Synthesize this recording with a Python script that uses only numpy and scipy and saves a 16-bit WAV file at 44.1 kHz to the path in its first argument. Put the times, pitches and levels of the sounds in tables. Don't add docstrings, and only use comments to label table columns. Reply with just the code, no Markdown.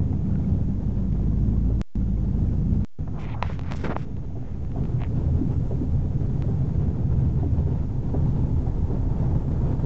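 import sys
import numpy as np
from scipy import signal
from scipy.fft import rfft, irfft, next_fast_len
from scipy.io import wavfile
from scipy.ndimage import uniform_filter1d

SR = 44100
rng = np.random.default_rng(int(sys.argv[2]) if len(sys.argv) > 2 else 0)


def master(y):
    cut = np.clip(np.atleast_2d(y).T, -1, 1)
    pcm = np.round(cut * 32767)
    wavfile.write(sys.argv[1], SR, pcm.astype(np.int16))


N = 434385


def from_db(db):
    return 10 ** (np.asarray(db) / 20)


def rms_one(x):
    return x / np.sqrt(np.mean(x ** 2) + 1e-20)


def in_time(rows):
    s, *columns = np.transpose(rows)
    return [np.interp(np.arange(N) / SR, s, column) for column in columns]


def swing(curve):
    db, = in_time(curve)
    return db - db.mean()


def ramp(start_s, takes_s):
    progress = np.clip((np.arange(N) / SR - start_s) / takes_s, 0, 1)
    return np.sin(np.pi / 2 * progress) ** 2


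def drift(rate):
    knots = rng.standard_normal(2000)
    return rms_one(np.interp(np.arange(N) / SR * rate, np.arange(len(knots)), knots))


def bins(size):
    return np.maximum(np.fft.rfftfreq(size, 1 / SR), 1)


def colour(x, spectrum):
    hz, db = np.transpose(spectrum)
    curve_db = np.interp(np.log(bins(len(x))), np.log(hz), db)
    return irfft(rfft(x) * from_db(curve_db), len(x))


def noise(spectrum):
    white = rng.standard_normal(next_fast_len(N))
    return rms_one(colour(white, spectrum)[:N])


def bell(hz, centre_hz, octaves):
    return np.exp(-(np.log2(hz / centre_hz) / octaves) ** 2 / 4)


def hump(x, centre_hz, octaves):
    return irfft(rfft(x) * bell(bins(len(x)), centre_hz, octaves), len(x))


def soften(x, hz):
    r = np.exp(-2 * np.pi * hz / SR)
    return signal.lfilter([1 - r], [1, -r], x)


def resonate(x, hz, width_hz):
    r = np.exp(-np.pi * width_hz / SR)
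    feed = np.array([1, 0, -1]) * (1 - r * r) / 2
    return signal.lfilter(feed, [1, -2 * r * np.cos(2 * np.pi * hz / SR), r * r], x)


def struck(t, rise_s, t60):
    return (1 - np.exp(-t / rise_s)) * from_db(-60 * t / t60)


def add(out, s, sound):
    at = max(round(s * SR), 0)
    out[at:at + len(sound)] += sound[:N - at]


LEAVES_S, LEAVE_TAKES_S, RETURNS_S, RETURN_TAKES_S = 2.85, 0.11, 4.26, 0.62


def place(inside_db, far_db):
    go_inside = inside_db * ramp(LEAVES_S, LEAVE_TAKES_S)
    go_across = (far_db - inside_db) * ramp(RETURNS_S, RETURN_TAKES_S)
    return go_inside + go_across


# time in seconds, rate in Hz.
REVS = [(0, 38.6), (0.5, 44.4), (1.03, 50.56), (1.79, 56.75), (2.0, 54.97), (2.82, 47.3), (3.2, 45.95),
        (4.6, 44.83), (5.5, 35.93), (8.6, 39.8), (9.85, 37.12)]
# time in seconds, level in dB.
BOOM = [(0, -36.5), (0.8, -34), (1.2, -26), (1.75, -23.5), (2.05, -25.5), (2.8, -29), (3.1, -38.5),
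        (4.3, -45), (4.8, -35), (5.35, -36.5), (5.85, -36), (6.25, -35.5), (6.6, -43.5), (7.7, -42),
        (8.2, -33.5), (8.7, -28), (9.85, -35.5)]
ORDERS_DB = [0, -7, -16.5, -17.5]


def engine(waver_db=0.5):
    turn = 2 * np.pi * np.cumsum(in_time(REVS)[0]) / SR
    orders = np.zeros(N)
    for multiple, db in enumerate(ORDERS_DB, start=1):
        orders += from_db(db + waver_db * drift(6.1)) * np.sin(multiple * turn)
    return from_db(in_time(BOOM)[0]) * np.sqrt(2) * orders


# time in seconds, level in dB.
ROUGHNESS = [(0, -24), (0.5, -24), (0.8, -31), (1.15, -27.5), (1.7, -27), (2.05, -33), (2.6, -25),
             (2.85, -25.5), (2.97, -30), (3.9, -30), (4.25, -33.5), (5.3, -23.5), (6, -24.5), (7.3, -22.5),
             (7.95, -26.5), (8.3, -23.5), (8.7, -26.5), (9.3, -24.5), (9.85, -22.5)]


def road(uneven_db=1.0):
    return from_db(uneven_db * drift(14)) * (body_rumble() + tyre_rush())


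# pitch in Hz, relative level in dB per Hz.
ROAD = [(45, -18.5), (65, -1.5), (80, 4.5), (100, -1.5), (138, 1), (165, -5.5), (210, -24), (400, -45.5),
        (900, -79.5)]
# pitch in Hz, relative level in dB per Hz.
DRONE = [(120, -24.5), (155, -1.5), (172, -5), (195, -2.5), (222, -6), (252, -6), (285, -9.5), (340, -15.5),
         (480, -33), (900, -62.5)]
DRONE_DB, DRONE_FOLLOWS_ROAD, DRONE_FOLLOWS_BOOM = -34, 0.52, 0.21


def body_rumble(flutter_db=-0.5):
    rumble = from_db(in_time(ROUGHNESS)[0]) * noise(ROAD)
    drone_db = DRONE_DB + DRONE_FOLLOWS_ROAD * swing(ROUGHNESS) + DRONE_FOLLOWS_BOOM * swing(BOOM)
    drone_db += place(inside_db=-2.5, far_db=-1.5)
    return rumble + from_db(drone_db + flutter_db * drift(22)) * noise(DRONE)


TYRE_DB, TYRE_FOLLOWS_ROAD, TYRE_RISE_DB_PER_S = -44.5, 0.28, 0.0882


def tyre_level():
    gathering_speed = TYRE_RISE_DB_PER_S * np.arange(N) / SR
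    near_window = place(inside_db=-2.5, far_db=0.95)
    return TYRE_DB + TYRE_FOLLOWS_ROAD * swing(ROUGHNESS) + gathering_speed + near_window


# pitch in Hz, relative level in dB per Hz.
TYRES = [(150, -12), (300, 1), (400, 3), (480, 0), (600, -7), (760, -8.5), (930, -12), (1120, -18.5),
         (1350, -21), (1600, -24), (2100, -30), (3000, -34.5), (5000, -42), (8000, -68.5)]
# pitch in Hz, relative level in dB per Hz.
SWISH = [(150, -13), (280, 5.5), (750, -4.5), (1350, -16), (2500, -33), (6000, -41)]
TREAD_FROM_S, TREAD_FADE_S = 7, 1.3
SWISH_FROM_S, SWISH_FADE_S = 7.46, 2.4


def tyre_rush(grit_db=1.5, sing_hz=940, sing_width_hz=150, sing_db=-13, swish_db=-0.5):
    song_noise = noise([(500, -1.0), (900, 0.0), (1500, -42.5)])
    song = rms_one(resonate(song_noise, sing_hz, sing_width_hz))
    tread = ramp(TREAD_FROM_S, TREAD_FADE_S) * from_db(sing_db) * song
    swish = ramp(SWISH_FROM_S, SWISH_FADE_S) * from_db(swish_db) * noise(SWISH)
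    return from_db(tyre_level() + grit_db * drift(60)) * (noise(TYRES) + tread + swish)


# start in seconds, strength in dB, centre pitch in Hz,
# spread in octaves, rise in seconds, time to fall by 60 dB in seconds.
THUDS = [(1.697, -28, 400, .4, .003, 0.095), (4.365, -29.5, 400, .55, .002, .09),
         (4.77, -26.5, 400, 0.58, 0.0022, .11), (5.365, -25, 240, .5, 0.0071, 0.13),
         (5.41, -16, 265, 0.23, 0.0049, .16), (5.471, -28, 250, .3, 0.0043, 0.16),
         (5.709, -19, 320, .45, 0.0017, 0.083), (5.725, -23, 400, .4, 0.0018, 0.055),
         (5.811, -21, 270, .3, 0.0025, 0.13), (6.48, -27.5, 480, .5, .003, 0.14),
         (7.427, -22, 370, 0.46, 0.0026, .15), (7.459, -24, 275, .25, 0.0021, .1),
         (7.668, -25, 380, .45, 0.0031, .13), (8.138, -18, 350, .6, 0.002, 0.15),
         (8.9, -23, 430, .45, 0.0024, .1), (9.447, -29.5, 435, .36, .003, 0.095)]
# pitch in Hz, relative level in dB.
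SHELL = [(254.8, -1), (282, 0.5), (392.3, 2), (445, -7.5), (530, -15.5)]


def thuds(rough=0.41, detune=0.012):
    out, t = np.zeros(N), np.arange(8192) / SR
    for s, db, centre_hz, spread, rise_s, t60 in THUDS:
        ring = np.zeros(len(t))
        for hz, mode_db in SHELL:
            detuned_hz = hz * (1 + detune * rng.standard_normal())
            ring += from_db(mode_db) * bell(hz, centre_hz, spread) * np.sin(2 * np.pi * detuned_hz * t)
        crunch = rms_one(hump(rng.standard_normal(len(t)), centre_hz, spread))
        shake = rms_one(ring) + rough * crunch
        add(out, s, from_db(db) * struck(t, rise_s, t60) * shake / np.sqrt(2))
    return out


# start in seconds, strength in dB, note in Hz.
KNOCKS = [(1.701, -29.5, 583), (4.352, -33, 668), (4.757, -25, 690), (4.779, -30, 640), (5.013, -30, 700),
          (5.278, -31, 550), (5.709, -27, 683), (6.444, -28, 557), (7.393, -44, 780), (7.43, -28, 690),
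          (8.141, -33, 663), (8.258, -32, 840), (8.664, -29.5, 766), (8.961, -29.5, 584),
          (9.224, -30.5, 646), (9.546, -43, 622)]


def panel_knocks(attack_s=0.0035, ring_t60_s=0.048, rough=0.34):
    out, t = np.zeros(N), np.arange(8192) / SR
    for s, db, hz in KNOCKS:
        roughness = rms_one(hump(rng.standard_normal(len(t)), hz, octaves=0.24))
        note = np.sin(2 * np.pi * hz * t) + rough * roughness
        add(out, s, from_db(db) * struck(t, attack_s, ring_t60_s) * note)
    return out


# start in seconds, strength in dB, hardness as a top pitch in Hz,
# freedom to ring from 0 to 1, low thump as a multiple of the tap's strength.
TAPS = [(0.356, -38, 2600, .7, 0), (3.426, -11.5, 3700, 1, .4), (3.5932, -27, 7000, 0.86, 0),
        (3.613, -34, 8000, .6, 0), (3.635, -37, 9000, .6, 0), (3.7118, -26.5, 6000, .6, 0),
        (3.721, -19, 12000, 0.4, 0), (3.7362, -28, 9000, .6, 0), (3.748, -25.5, 950, .7, 1.2),
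        (3.8456, -20.5, 3600, 0.4, 1.5), (3.8577, -25, 2600, 0.6, 2.2), (3.868, -26, 3200, 0.5, 1.8),
        (3.8839, -30, 900, .6, 3.5), (3.8958, -25, 900, 0.6, 2.6), (3.9055, -27, 2200, 0.5, 1.8),
        (3.9134, -32, 2600, .6, 1.5), (3.924, -29, 2200, .6, 1.5), (3.9616, -28, 2200, .6, 0),
        (3.965, -9.5, 1150, 0.78, .5), (4.168, -41, 5000, 0.6, 0), (4.6493, -41, 4503, .7, 0),
        (4.718, -39, 3500, 0.7, 0), (4.838, -36.5, 4000, 0.5, 0), (4.854, -34.5, 3800, .6, 0),
        (5.008, -34, 2600, .7, 0), (5.0176, -28, 3200, 0.75, .8), (5.036, -24, 2600, 0.6, .9),
        (6.423, -28, 5500, .6, 0)]
# pitch in Hz, relative level in dB, time to fall by 60 dB in seconds.
CASE = [(470, -17, 0.006), (920, 2, 0.0067), (986, -11, 0.037), (1240, -10.5, 0.011), (1980, -6, 0.0065),
        (2540, -5, 0.0057), (3300, -14, 0.0065), (3880, -14, 0.0078), (5400, -12.5, 0.0029)]


def taps(skin_hz=6000, low_cut_hz=300, thump_hz=170, thump_t60=0.013, choke_s=0.00026):
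    out, thumps, t = np.zeros(N), np.zeros(N), np.arange(SR // 20) / SR
    thump = from_db(-60 * t / thump_t60) * np.sin(2 * np.pi * thump_hz * t)
    for s, db, hardness_hz, free, push in TAPS:
        rings = np.zeros(len(t))
        for hz, mode_db, t60 in CASE:
            ring_db = mode_db + .5 * rng.standard_normal() - 60 * t / t60
            rings += from_db(ring_db) * np.sin(2 * np.pi * hz * t)
        choke = np.exp(-max(1 - free, 0) * t / choke_s)
        contact = signal.butter(2, min(hardness_hz, SR / np.pi), fs=SR)
        add(out, s, from_db(db) * signal.lfilter(*contact, rings * choke))
        add(thumps, s, from_db(db) * push * thump / thump.max())
    out = soften(out + 1e-18, skin_hz)
    return out - soften(out, low_cut_hz) + thumps


# start in seconds, length in seconds, level in dB,
# centre pitch in Hz, spread in octaves, pressing in and lifting off in seconds, graininess in dB.
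RUBS = [(1.118, .025, -63, 2900, 0.58, .008, .012, 7), (2.48, .025, -64, 2200, 0.13, 0.009, .012, -1),
        (3.074, 0.021, -45, 760, 0.53, 0.0016, 0.017, 4), (3.111, 0.27, -48, 940, 0.42, 0.056, .04, 1),
        (3.166, 0.19, -55.5, 2830, 0.33, 0.038, 0.019, 3.5),
        (3.183, 0.18, -53.5, 2230, 0.17, 0.056, .02, 4), (3.279, .065, -62, 3300, 0.18, .035, 0.018, 2),
        (3.183, 0.095, -67, 6200, 0.3, .02, .06, 4), (3.337, 0.026, -41.5, 910, 0.19, 0.011, 0.0098, 5),
        (3.355, 0.12, -45.5, 880, 0.47, 0.017, .01, 3), (3.424, 0.21, -49.5, 2530, 0.61, 0.0036, 0.16, -2),
        (3.478, 0.087, -70, 6540, 0.17, .025, .025, 4), (3.494, 0.04, -40.5, 820, 0.6, 0.0027, 0.034, 6.5),
        (3.598, 0.12, -49.5, 1730, 0.79, 0.094, 0.012, 0),
        (3.702, 0.051, -39.5, 1900, 1.7, 0.011, 0.019, 2), (3.727, 0.14, -50, 4300, 1.26, 0.025, 0.028, 3),
        (3.751, 0.032, -52, 7140, 0.53, .012, 0.013, 4), (3.835, 0.076, -32, 1150, 1.4, 0.0075, 0.067, 2),
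        (3.891, 0.058, -31.5, 860, 0.99, 0.0072, 0.029, 1), (3.948, 0.023, -40, 997, 0.95, 0.01, 0.005, 5),
        (3.966, 0.096, -54.5, 3780, 1, 0.0072, 0.025, 4), (3.989, 0.04, -62, 2550, .2, .012, .015, 4),
        (4.391, 0.22, -64.5, 1794, 0.55, 0.048, 0.077, -5), (4.95, 0.15, -56, 2300, 0.27, 0.08, 0.074, 7.5),
        (5.006, 0.022, -43, 720, 0.47, .008, .012, 2)]
# pitch in Hz, gain in dB.
CASE_COLOUR = [(100, 8), (250, 22), (600, 8.5), (800, 5), (1080, 3), (1560, -1.5), (2200, -4.5),
               (2800, -10.5), (3500, -12), (4400, -16.5), (5500, -15), (6800, -22), (8200, -20)]


def rubs(slips_per_s=1300, smooth=0.33, tremble_db=0.9):
    out, size = np.zeros(N), SR // 2
    tremble = from_db(tremble_db * drift(90))
    for s, length, db, centre_hz, octaves, press_s, lift_s, grain_db in RUBS:
        grain_sizes = from_db(grain_db * np.minimum(rng.exponential(1, size), 3))
        grains = grain_sizes * (rng.random(size) < slips_per_s / SR)
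        slips = (grains + smooth) * rng.standard_normal(size)
        scrape = colour(hump(slips, centre_hz, octaves), CASE_COLOUR)[:int(length * SR)]
        t = np.arange(len(scrape)) / SR
        touch = np.clip(np.minimum(t / press_s, (length - t) / lift_s), 0, 1)
        pressure = np.sin(np.pi / 2 * touch) ** 2
        add(out, s, from_db(db) * rms_one(scrape * pressure))
    return out * tremble


# pitch in Hz, relative level in dB per Hz.
AIR = [(8, -16), (22, 7.5), (30, 2), (45, 5), (58, 0), (75, -22.5), (150, -56)]


def wind(first_window_db=-38, gust_db=-1.0):
    level_db = first_window_db + place(inside_db=-1.5, far_db=4.5)
    return from_db(level_db + gust_db * drift(2.3)) * noise(AIR)


def hollow(hz=192, width_hz=26.8, level_db=-33, drop_db=-12.5, follows_road=0.25):
    hum = resonate(resonate(rng.standard_normal(N), hz, width_hz), hz, width_hz)
    leaving_db = drop_db * ramp(LEAVES_S, LEAVE_TAKES_S)
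    return from_db(level_db + follows_road * swing(ROUGHNESS) + leaving_db) * rms_one(hum)


def shell_hum(level_db=-45.5, width_hz=14, follows_road=0.4):
    hz = SHELL[0][0]
    hum = resonate(resonate(rng.standard_normal(N), hz, width_hz), hz, width_hz)
    return from_db(level_db + follows_road * swing(ROUGHNESS)) * rms_one(hum)


# pitch in Hz, width in Hz.
TRIM = [(680, 240), (1300, 190)]


def trim_rattle(per_s=14, level_db=-19, size_db=4.0):
    out = np.zeros(N)
    for hz, width_hz in TRIM:
        sizes = from_db(size_db * np.minimum(rng.exponential(1, N), 3))
        knocks = (rng.random(N) < per_s / SR) * sizes
        out += resonate(resonate(knocks + 1e-18, hz, width_hz), hz, width_hz) / hz ** 2
    return from_db(tyre_level() + level_db) * rms_one(out)


# start in seconds, strength in dB, pitch in Hz.
TICKS = [(0.128, -34.5, 760), (0.13, -52, 2000), (0.293, -50, 1170), (0.356, -44, 1430), (0.444, -51, 2200),
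         (1.327, -46, 1080), (1.566, -47, 1080), (2.171, -56, 2200)]


def trim_ticks(attack_s=0.0002, t60=0.033):
    out, t = np.zeros(N), np.arange(SR // 10) / SR
    for s, db, hz in TICKS:
        add(out, s, from_db(db) * struck(t, attack_s, t60) * np.sin(2 * np.pi * hz * t))
    return out


# pitch in Hz, relative level in dB per Hz.
HISS = [(500, 8), (2000, 9.5), (3700, 0.5), (4400, -7), (5500, 0.5), (6500, 1), (7300, -15), (8200, -20.5)]
# pitch in Hz, level in dB.
WHINES = [(3555.6, -86), (6222.2, -90), (6666.6, -83)]


def electronics(hiss_db=-67.5):
    t = np.arange(N) / SR
    whines = sum(from_db(db) * np.sqrt(2) * np.sin(2 * np.pi * hz * t) for hz, db in WHINES)
    return from_db(hiss_db) * noise(HISS) + whines


def scene():
    car = engine() + road() + thuds() + panel_knocks()
    cabin = hollow() + shell_hum() + trim_rattle() + trim_ticks()
    camera = taps() + rubs() + wind() + electronics()
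    return (car + cabin + camera)[None]


# start in seconds, end in seconds.
DROPOUTS = [(1.815, 1.955), (2.848, 2.988)]
# start in seconds, strength in dB.
POPS = [(1.8147, -17.5), (1.955, -34), (2.848, -26.5), (2.988, -54)]


def record(dry, idle_db=-73, pop_s=0.00073, offset=0.024, cutoff_hz=8576):
    live, pops = np.ones(N), np.zeros(N)
    for start, end in DROPOUTS:
        live[round(start * SR):round(end * SR)] = 0
    for s, db in POPS:
        add(pops, s, from_db(db) * np.exp(-np.arange(SR // 20) / SR / pop_s))
    idle = from_db(idle_db) * noise([(100, 8.5), (1500, -2.0), (3500, -3), (7000, -5.5), (8500, -17.0)])
    gated = dry * uniform_filter1d(live, size=90)
    sound = (gated + pops + idle) * signal.windows.tukey(N, .0006)
    top_cut = signal.cheby2(12, 50, cutoff_hz, fs=SR, output="sos")
    return signal.sosfilt(top_cut, sound) + offset


dry = scene()
out = record(dry)
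master(out)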